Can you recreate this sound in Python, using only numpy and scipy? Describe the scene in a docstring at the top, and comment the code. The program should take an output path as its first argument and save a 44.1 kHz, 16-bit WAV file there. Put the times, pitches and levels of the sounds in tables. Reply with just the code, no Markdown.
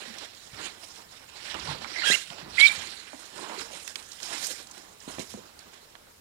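"""Packing foam is dragged out of a cardboard box in a fairly dry room, over still air and a trembling table.
From the start, slips rub and crackle in strokes and shake the box walls; snaps, bumps and shoves break in.
Near 2 s a bending squeak and short squeals sound; near 2.6 s come the loudest squeals.
From 3.9 s snaps crowd the strokes, which thin out towards 6 s.
The left microphone port is nearly blocked: it hears mostly bass and adds its own hiss."""
import sys
import numpy as np
from scipy import signal
from scipy.io import wavfile
from scipy.ndimage import uniform_filter1d

SR = 44100
rng = np.random.default_rng(int(sys.argv[2]) if len(sys.argv) > 2 else 0)


def output_pcm(signal):
    """Save a mono or channel-first signal as 16-bit PCM at the path in sys.argv[1].

    Samples are clipped to [-1, 1] before scaling.
    """
    pcm = np.clip(np.atleast_2d(signal).T, -1, 1) * 32767
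    wavfile.write(sys.argv[1], SR, np.round(pcm).astype(np.int16))


def amplitude_ratio(level_db):
    """Convert a level in decibels to the matching linear amplitude (field) ratio."""
    exponent = np.asarray(level_db, float) / 20
    return 10 ** exponent


N = 273684


def rms_one(x):
    """Scale to rms 1."""
    return x / np.sqrt(np.mean(x ** 2) + 1e-20)


def in_time(rows, time_s):
    """Columns of a curve, interpolated at the given times."""
    at_s, *columns = np.transpose(rows)
    return [np.interp(time_s, at_s, column) for column in columns]


def drift(rate_hz, size):
    """Slow chance: noise twice through a one-pole low-pass; rms 1."""
    pole = np.exp(-2 * np.pi * rate_hz / SR)
    lead = SR // 4
    noise = rng.standard_normal(size + lead)
    slow = signal.lfilter([1], [1, -2 * pole, pole * pole], noise)
    return rms_one(slow[lead:])


def low_pass(x, order, hz):
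    """Butterworth low-pass."""
    return signal.sosfilt(signal.butter(order, hz, fs=SR, output="sos"), x)


def coloured(sources, spectrum, patchy_db, per_octave=3):
    """Bands fed in turn by two sources, each with its own level and flicker; rms 1."""
    hz, db = np.transpose(spectrum)
    count = round(per_octave * np.log2(hz[-1] / hz[0]))
    edges_hz = np.geomspace(hz[0], hz[-1], count + 1)
    out = 0
    for k, (low, high) in enumerate(zip(edges_hz, edges_hz[1:])):
        band_pass = signal.butter(2, [low, high], "band", fs=SR, output="sos")
        band = signal.sosfilt(band_pass, sources[k % 2])
        # 14 Hz drift, drawn once per 32 samples
        flicker = np.repeat(drift(14 * 32, N // 32 + 1), 32)[:N]
        level_db = np.interp(np.log(low * high) / 2, np.log(hz), db)
        out = out + band * amplitude_ratio(level_db + patchy_db * flicker)
    return rms_one(out)


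def coloured_noise(spectrum, patchy_db):
    """Steady noise in two bands an octave; rms 1."""
    return coloured(rng.standard_normal((2, N)), spectrum, patchy_db, per_octave=2)


def swells(at_s, rise_s, fall_s, db):
    """Movements that climb to a peak and die down at steady dB rates; their powers add."""
    drop_db = 12   # gained in a rise time, lost in a fall time
    t = np.arange(0, N + 64, 64)[:, None] / SR - at_s
    away = np.maximum(-t / np.maximum(rise_s, .003), t / np.maximum(fall_s, .003))
    level = np.sqrt(np.sum(amplitude_ratio(db - drop_db * away) ** 2, axis=1))
    return np.interp(np.arange(N) / 64, np.arange(len(t)), level)


def slips(per_s, spread_db, clump_db):
    """Two trains of tiny slips of uneven size that bunch together."""
    chance = per_s * amplitude_ratio(clump_db * drift(40, N)) / SR
    born = rng.random((2, N)) < chance
    size = amplitude_ratio(spread_db * np.minimum(rng.exponential(1, (2, N)), 5))
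    return born * size * rng.choice([-1, 1], (2, N)) + 1e-18


def creaks(low_hz, high_hz, per_s, cycles, count=18):
    """Larger slips each ring one small patch, losing 60 dB in the given cycles; rms 1."""
    clicks = slips(per_s, spread_db=5.0, clump_db=4.5)[0]
    patch = rng.integers(0, count, N)
    out = 0
    for k, hz in enumerate(np.geomspace(low_hz, high_hz, count)):
        radius, angle = amplitude_ratio(-60 * hz / (cycles * SR)), 2 * np.pi * hz / SR
        ring = [1, -2 * radius * np.cos(angle), radius * radius]
        out = out + signal.lfilter([0, np.sin(angle)], ring, clicks * (patch == k) + 1e-18)
    return rms_one(out)


def squeal(hz, rough, octave_db, waver=0.048):
    """Regular slips give a tone and its octave; roughness shakes their pitch and strength."""
    rough = np.clip(rough, 0, 1)
    shaken_hz = hz * (1 + waver * rough * drift(245, len(hz)))
    phase = 2 * np.pi * np.cumsum(shaken_hz) / SR
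    grip = [1 - rough ** 2 / 2 + rough * drift(200, len(hz)) for partial in (1, 2)]
    tone = grip[0] * np.sin(phase)
    octave = amplitude_ratio(octave_db) * grip[1] * np.sin(2 * phase)
    return np.sqrt(2) * (tone + octave)


def knocks(events, t60_s, law, rise_s, crack_db):
    """Sharp contacts with dying noise bursts; t60 is given at 300 Hz and goes as pitch to the law."""
    out, t = np.zeros(N + SR), np.arange(SR // 4) / SR
    noise = rng.standard_normal((len(events), len(t)))
    for (at_s, db, hz, octaves), puff in zip(events, noise):
        decay = amplitude_ratio(-60 * t / (t60_s * (hz / 300) ** law))
        puff = puff * (1 - np.exp(-t / rise_s)) * decay
        puff[0] = amplitude_ratio(crack_db) * np.sqrt(SR / hz)   # as strong in its band whatever the pitch
        edges_hz = hz * 2 ** (max(octaves, .1) * np.array([-.5, .5]))
        edges_hz = np.minimum(edges_hz, .45 * SR)
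        burst = signal.sosfilt(signal.butter(2, edges_hz, "band", fs=SR, output="sos"), puff)
        out[round(at_s * SR):][:len(t)] += amplitude_ratio(db) * burst / np.abs(burst).max()
    return out[:N]


def still_air():
    """Steady faint noise, the same at both ports."""
    # still room and capsule noise: (frequency [Hz], relative level per Hz [dB])
    air_spectrum = [(15, -32), (25, 6.5), (44, -18), (200, -4), (637, -4), (955, -11), (1280, -19.5),
                    (1680, -3.5), (2260, -6), (5980, -6), (14600, -14.5), (15800, -27)]
    return amplitude_ratio(-64) * coloured_noise(air_spectrum, patchy_db=.7)


def table_boom():
    """Low noise of box and table: shoves swell it, and it never rests completely."""
    # boom: (frequency [Hz], relative level per Hz [dB])
    boom_spectrum = [(40, -9), (75, 4), (130, -5.5), (220, 0)]
    # box and table shoved as a whole: (time of peak [s], rise [s], fall [s], level before mic gain [dB])
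    shoves = [(.55, .05, 0.13, -67), (1.55, 0.018, 0.11, -60), (1.71, 0.11, 0.12, -52.5),
              (2.11, 0.086, 0.087, -84), (2.5, 0.068, 0.11, -58.5), (2.79, 0.044, 0.12, -57.5),
              (5.2, 0.072, .05, -63), (5.35, 0.05, 0.14, -62.5)]
    tremble_db = -73
    return (amplitude_ratio(tremble_db) + swells(*np.transpose(shoves))) * coloured_noise(boom_spectrum, patchy_db=1.5)


def bumps():
    """Bumps against the box; higher ones die sooner."""
    # (time [s], peak before mic gain [dB], centre [Hz], width [octaves])
    bump_events = [(0.075, -48.5, 231, 0.27), (0.1, -52, 232, 0.27), (0.532, -49, 126, 1),
                   (1.545, -30, 714, 2.6), (1.549, -45, 140, 1.7), (1.681, -41.5, 152, 0.24),
                   (1.846, -26.5, 1110, 1.1), (2.101, -23, 356, 1.7), (2.301, -48.5, 179, 0.53),
                   (2.425, -48.5, 166, 0.34), (2.481, -45.5, 130, 2), (2.612, -29, 650, 1.8),
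                   (2.779, -37.5, 143, 2.3), (3.132, -30, 720, 0.8), (3.136, -42, 277, 0.3),
                   (3.393, -36.5, 414, .9), (3.497, -27.5, 910, 1.6), (3.577, -38.5, 390, 0.24),
                   (3.733, -43, 530, 0.33), (4.512, -55, 610, 1.8), (4.775, -50, 303, 0.62),
                   (5.078, -33, 295, 1.4), (5.184, -28, 384, 2.1), (5.195, -28, 300, 1.43),
                   (5.34, -34, 500, 1.64), (5.343, -37, 216, 0.58), (5.374, -40, 443, 0.45),
                   (5.953, -38.5, 1060, 1.3)]
    return knocks(bump_events, t60_s=0.15, law=-0.57, rise_s=0.00073, crack_db=8)


def snaps():
    """Foam snapping: bursts that all die at the same rate."""
    # (time [s], peak before mic gain [dB], centre [Hz], width [octaves])
    snap_events = [(0.185, -28, 4430, 1.3), (0.3485, -38, 3550, 1.7), (0.9592, -37, 4640, 0.74),
                   (1.492, -33, 2010, 0.81), (1.5439, -23, 1830, 2.7), (1.597, -31, 5300, 0.61),
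                   (1.8452, -26.5, 1850, 1.15), (2.3026, -31, 3180, 0.99), (2.4775, -46, 2170, 1.9),
                   (2.8719, -24, 4410, 1.7), (3.8776, -20, 3440, 2.6), (3.9569, -18, 3200, 1.76),
                   (3.9985, -33, 3540, 2.1), (4.0265, -37, 5420, 0.73), (4.118, -29.5, 5160, .9),
                   (4.2023, -30.5, 2900, 2.1), (4.2308, -23, 4900, 0.85), (4.4694, -20, 7500, 0.66),
                   (4.612, -44, 6550, 1.2), (4.671, -34, 5470, 1.1), (4.712, -34, 6430, .8),
                   (4.779, -29.5, 2150, 3.9), (5.003, -39.5, 6000, 0.38), (5.1854, -32, 2310, 1),
                   (5.1946, -27.5, 4800, 1.3), (5.5912, -34.5, 5260, 0.93), (5.9533, -35.5, 2310, 1.3)]
    return knocks(snap_events, t60_s=0.028, law=0, rise_s=0.0001, crack_db=4.5)


def squeaks():
    """Stick-slip tones: one bending squeak and several straight glides."""
    # block twisting free: (time [s], pitch [Hz], tone before mic gain [dB])
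    bend = [(2.035, 1435, -36), (2.043, 1398, -31.5), (2.053, 1630, -34), (2.073, 1643, -29),
            (2.105, 1594, -26), (2.117, 1990, -26.5), (2.123, 2005, -21), (2.129, 2190, -36),
            (2.135, 2120, -31)]
    # squeals of separate patches: (start [s], length [s], first pitch [Hz], last pitch [Hz],
    # starting tone before mic gain [dB], roughness [0-1])
    glides = [(1.94, 0.087, 1960, 2130, -38.5, 0.64), (2.015, 0.0224, 1720, 1970, -35.5, .5),
              (2.124, 0.033, 2680, 2920, -27, 0.4), (2.128, 0.034, 2030, 2180, -36.5, 0.4),
              (2.566, 0.032, 2390, 2460, -34, 0.6), (2.578, 0.036, 2050, 2230, -23, 0.35),
              (2.61, .062, 2210, 2340, -11, 0.21), (2.588, 0.098, 3300, 3160, -28, 0.56),
              (2.595, 0.026, 3630, 3600, -35.5, 0.3), (2.608, 0.014, 4030, 3850, -18, 0.3),
              (2.585, 0.031, 4830, 4540, -34.5, 0.65), (2.645, 0.033, 4050, 4400, -25.5, 0.4),
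              (2.664, 0.028, 3750, 3780, -19.5, 0.3)]
    rise_s, fall_s = 0.0063, .006
    growth_db = 4.5   # the grip tightens along a squeal
    out = np.zeros(N)
    at = np.arange(round(bend[0][0] * SR), round(bend[-1][0] * SR))
    hz, tone_db = in_time(bend, at / SR)
    out[at] += amplitude_ratio(tone_db) * squeal(hz, rough=0.167, octave_db=-0.5)
    for start_s, length_s, first_hz, last_hz, db, rough in glides:
        t = np.arange(round(length_s * SR)) / SR
        fade = np.clip(np.minimum(t / rise_s, (length_s - t) / fall_s), 0, 1)
        level = amplitude_ratio(db + growth_db * t / length_s) * fade
        tone = squeal(np.linspace(first_hz, last_hz, len(t)), rough, octave_db=-25)
        out[round(start_s * SR):][:len(t)] += level * tone
    return out


def coarse_rub(beads):
    """Bead slips and ringing foam patches give the mid rub."""
    # rub: (frequency [Hz], relative level per Hz [dB])
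    rub_spectrum = [(500, -53), (800, -23), (1700, -2.5), (2300, -2.5), (3200, -2), (4500, 1.5), (6500, -6),
                    (9500, -49)]
    rub = coloured(beads, rub_spectrum, patchy_db=2.5)
    rub = rub + amplitude_ratio(-11.5) * creaks(1414, 9340, per_s=1500, cycles=63)
    return low_pass(rub, 4, 8800)


def fine_crackle(beads):
    """Bead slips give a crackle whose finest part gains further with brightness."""
    # crackle: (frequency [Hz], relative level per Hz [dB])
    crackle_spectrum = [(3500, 3), (6000, 11.5), (7500, -0.5), (9500, 5.5), (10800, -11.5), (12500, -28),
                        (15500, -48.5)]
    # brightness: (time [s], crackle gain over rub [dB])
    brightness = [(0, -3.5), (.3, -5), (.48, 1), (.6, -7.5), (.85, 3), (1.2, -2.5), (1.4, -5.5),
                  (2.0, -8.5), (2.15, 1.5), (2.4, -8), (2.65, -3), (2.75, -2), (3.1, -4), (3.2, 3),
                  (3.45, -3), (3.9, 2.5), (4.2, 3.5), (4.35, -1), (4.46, 7), (4.6, 1.5), (4.8, 1.5),
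                  (5.1, 1), (5.3, 6.5), (5.5, -4), (6.2, 3)]
    finest_db, finest_db_per_db = -1, 1.4
    bright_db, = in_time(brightness, np.arange(N) / SR)
    crackle = coloured(beads, crackle_spectrum, patchy_db=2.0)
    finest = signal.sosfilt(signal.butter(4, 11880, "high", fs=SR, output="sos"), crackle)
    crackle = low_pass(crackle, 4, 11300)
    return amplitude_ratio(bright_db) * (crackle + amplitude_ratio(finest_db + finest_db_per_db * bright_db) * finest)


def box_wall():
    """Coarser slips and low creaks shake the box wall."""
    # wall: (frequency [Hz], relative level per Hz [dB])
    wall_spectrum = [(110, -28), (170, -9), (300, 3), (600, 2), (1100, 4.5), (2200, -10.5)]
    coarse = slips(2500, spread_db=2.0, clump_db=2.5)
    wall = coloured(coarse, wall_spectrum, patchy_db=2.5, per_octave=2)
    return wall + amplitude_ratio(-17) * creaks(227.3, 990, per_s=250, cycles=36, count=10)


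def dragging():
    """Strokes swell the rub and crackle, made by the same slips, and the box wall."""
    # (time of peak [s], rise [s], fall [s], rubbing gain [dB], box wall gain [dB])
    strokes = [(0.01, 0.13, 0.37, -42, -50), (.25, 0.1, 0.0073, -42.5, -47.5),
               (.44, 0.014, 0.019, -58, -78.5), (.475, 0.045, 0.022, -53, -56),
               (.59, 0.059, 0.19, -44, -48), (0.657, 0.086, 0.037, -35, -48.5),
               (.84, 0.026, 0.02, -45.5, -53.5), (0.999, 0.22, 0.088, -50.5, -54.5),
               (1.125, 0.065, 0.21, -51, -57), (1.24, 0.043, 0.019, -52, -60),
               (1.39, 0.12, 0.5, -59, -54.5), (1.51, 0.16, 0.12, -38, -54.5),
               (1.549, 0.0092, 0.058, -41, -37.5), (1.63, .1, 0.22, -41, -63),
               (1.714, 0.1, 0.061, -36, -39), (1.83, 0.042, 0.18, -42.5, -44.5),
               (1.99, 0.14, 0.12, -39, -49), (2.07, 0.04, .1, -26, -54), (2.123, 0.12, 0.04, -28, -43.5),
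               (2.2, .04, 0.14, -43, -75), (2.305, .02, 0.18, -46, -50.5), (2.4, .1, 0.038, -45, -47),
               (2.49, 0.07, .1, -76, -48), (2.54, 0.025, 0.087, -66, -50),
               (2.598, 0.023, 0.25, -25.5, -44.5), (2.675, 0.075, .025, -22, -62),
               (2.72, 0.048, 0.2, -33, -42), (2.8, 0.029, 0.056, -42, -42), (2.9, 0.036, 0.14, -44, -51.5),
               (3.14, 0.22, 0.059, -49, -51.5), (3.2, 0.06, 0.81, -48.5, -53.5),
               (3.361, 0.016, .3, -45.5, -43.5), (3.42, 0.088, 0.15, -45.5, -47.5),
               (3.51, 0.065, 0.094, -54, -40.5), (3.61, 0.12, 0.056, -40, -47.5),
               (3.758, 0.1, 0.091, -42, -50.5), (3.85, 0.017, .02, -51.5, -55),
               (3.9, 0.073, 0.055, -47.5, -55), (3.965, .015, 0.14, -50.5, -52.5),
               (4.13, 0.11, 0.14, -50.5, -62), (4.23, 0.028, 0.23, -47.5, -50.5),
               (4.34, 0.082, 0.1, -34, -44.5), (4.43, 0.061, .07, -39, -47.5), (4.47, .05, .02, -54, -61),
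               (4.52, .05, 0.026, -39, -46), (4.608, 0.13, 0.038, -45, -54.5),
               (4.77, 0.22, 0.29, -52.5, -54), (5.01, 0.0098, 0.2, -56, -72),
               (5.083, 0.005, 0.07, -44.5, -45), (5.15, 0.12, 0.055, -48.5, -51),
               (5.202, 0.013, 0.04, -40, -47), (5.31, .05, 0.065, -49, -62), (5.37, 0.1, 0.6, -54, -58),
               (5.595, .01, 0.2, -55.5, -72), (5.7, .1, .02, -69.5, -60), (5.738, 0.015, 0.058, -49.5, -54),
               (6.0, 0.81, .5, -68, -63)]
    *shape, rub_db, wall_db = np.transpose(strokes)
    beads = slips(9000, spread_db=1.0, clump_db=2.5)
    rubbing = coarse_rub(beads) + fine_crackle(beads)
    return swells(*shape, rub_db) * rubbing + swells(*shape, wall_db) * box_wall()


def room(x):
    """A faint late wash of reflections that dies away quickly."""
    t60_s, gap_s, wall_cut_hz, wash_db = 0.28, 0.03, 14000, -19.5
    t = np.arange(SR) / SR
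    tail = rng.standard_normal(SR) * amplitude_ratio(-60 * t / t60_s) * (t > gap_s)
    tail = signal.lfilter(*signal.butter(1, wall_cut_hz, fs=SR), tail)
    tail = tail / np.sqrt(np.sum(tail ** 2))
    return amplitude_ratio(wash_db) * signal.fftconvolve(x, tail)[:N]


def scene():
    """Both ports hear the same direct sound and still air, but reflections of their own."""
    foam = table_boom() + bumps() + snaps() + squeaks() + dragging()
    return foam + still_air() + np.array([room(foam), room(foam)])


def blocked_port(x):
    """Damped cavity resonance with a leak, then a steeper treble cut; the capsule adds hiss."""
    # left capsule: (frequency [Hz], relative level per Hz [dB])
    hiss_spectrum = [(40, -18.5), (150, -3.5), (600, 2.5), (1500, -3), (3000, -6.5), (7000, -8),
                     (10000, -9.5), (15800, -7)]
    port_hz, port_q, leak_hz, top_hz = 150, .75, 138, 7000
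    w, leak = 2 * np.pi * port_hz, 2 * np.pi * leak_hz
    # the leak eases the fall to 6 dB an octave
    cavity = signal.bilinear([1 / leak, 1], [1 / w ** 2, 1 / (w * port_q), 1], fs=SR)
    x = signal.lfilter(*cavity, x)
    x = signal.lfilter(*signal.butter(2, top_hz, fs=SR), x)
    return x + amplitude_ratio(-57) * coloured_noise(hiss_spectrum, patchy_db=1.6)


def limiter(left, right):
    """Peaks on the right duck both sides, which recover at a steady dB rate."""
    limit_db, release_db_per_s = -1.5, 8
    ramp_db = release_db_per_s * np.arange(N) / SR
    over_db = np.maximum(20 * np.log10(np.abs(right) + 1e-9) - limit_db, 0)
    held_db = np.maximum.accumulate(over_db + ramp_db) - ramp_db
    duck_db = uniform_filter1d(held_db, size=129)
    return np.array([left, right]) * amplitude_ratio(-duck_db)


def roll_off(x):
    """The treble ends steeply here."""
    return signal.sosfilt(signal.butter(12, 15830, fs=SR, output="sos"), x)


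def record(dry):
    """Microphone gain, the blocked left port, then the limiter."""
    mic_gain_db = 5
    left, right = amplitude_ratio(mic_gain_db) * dry
    mix = limiter(blocked_port(left), right)
    return roll_off(mix)


dry = scene()
out = record(dry)
output_pcm(out)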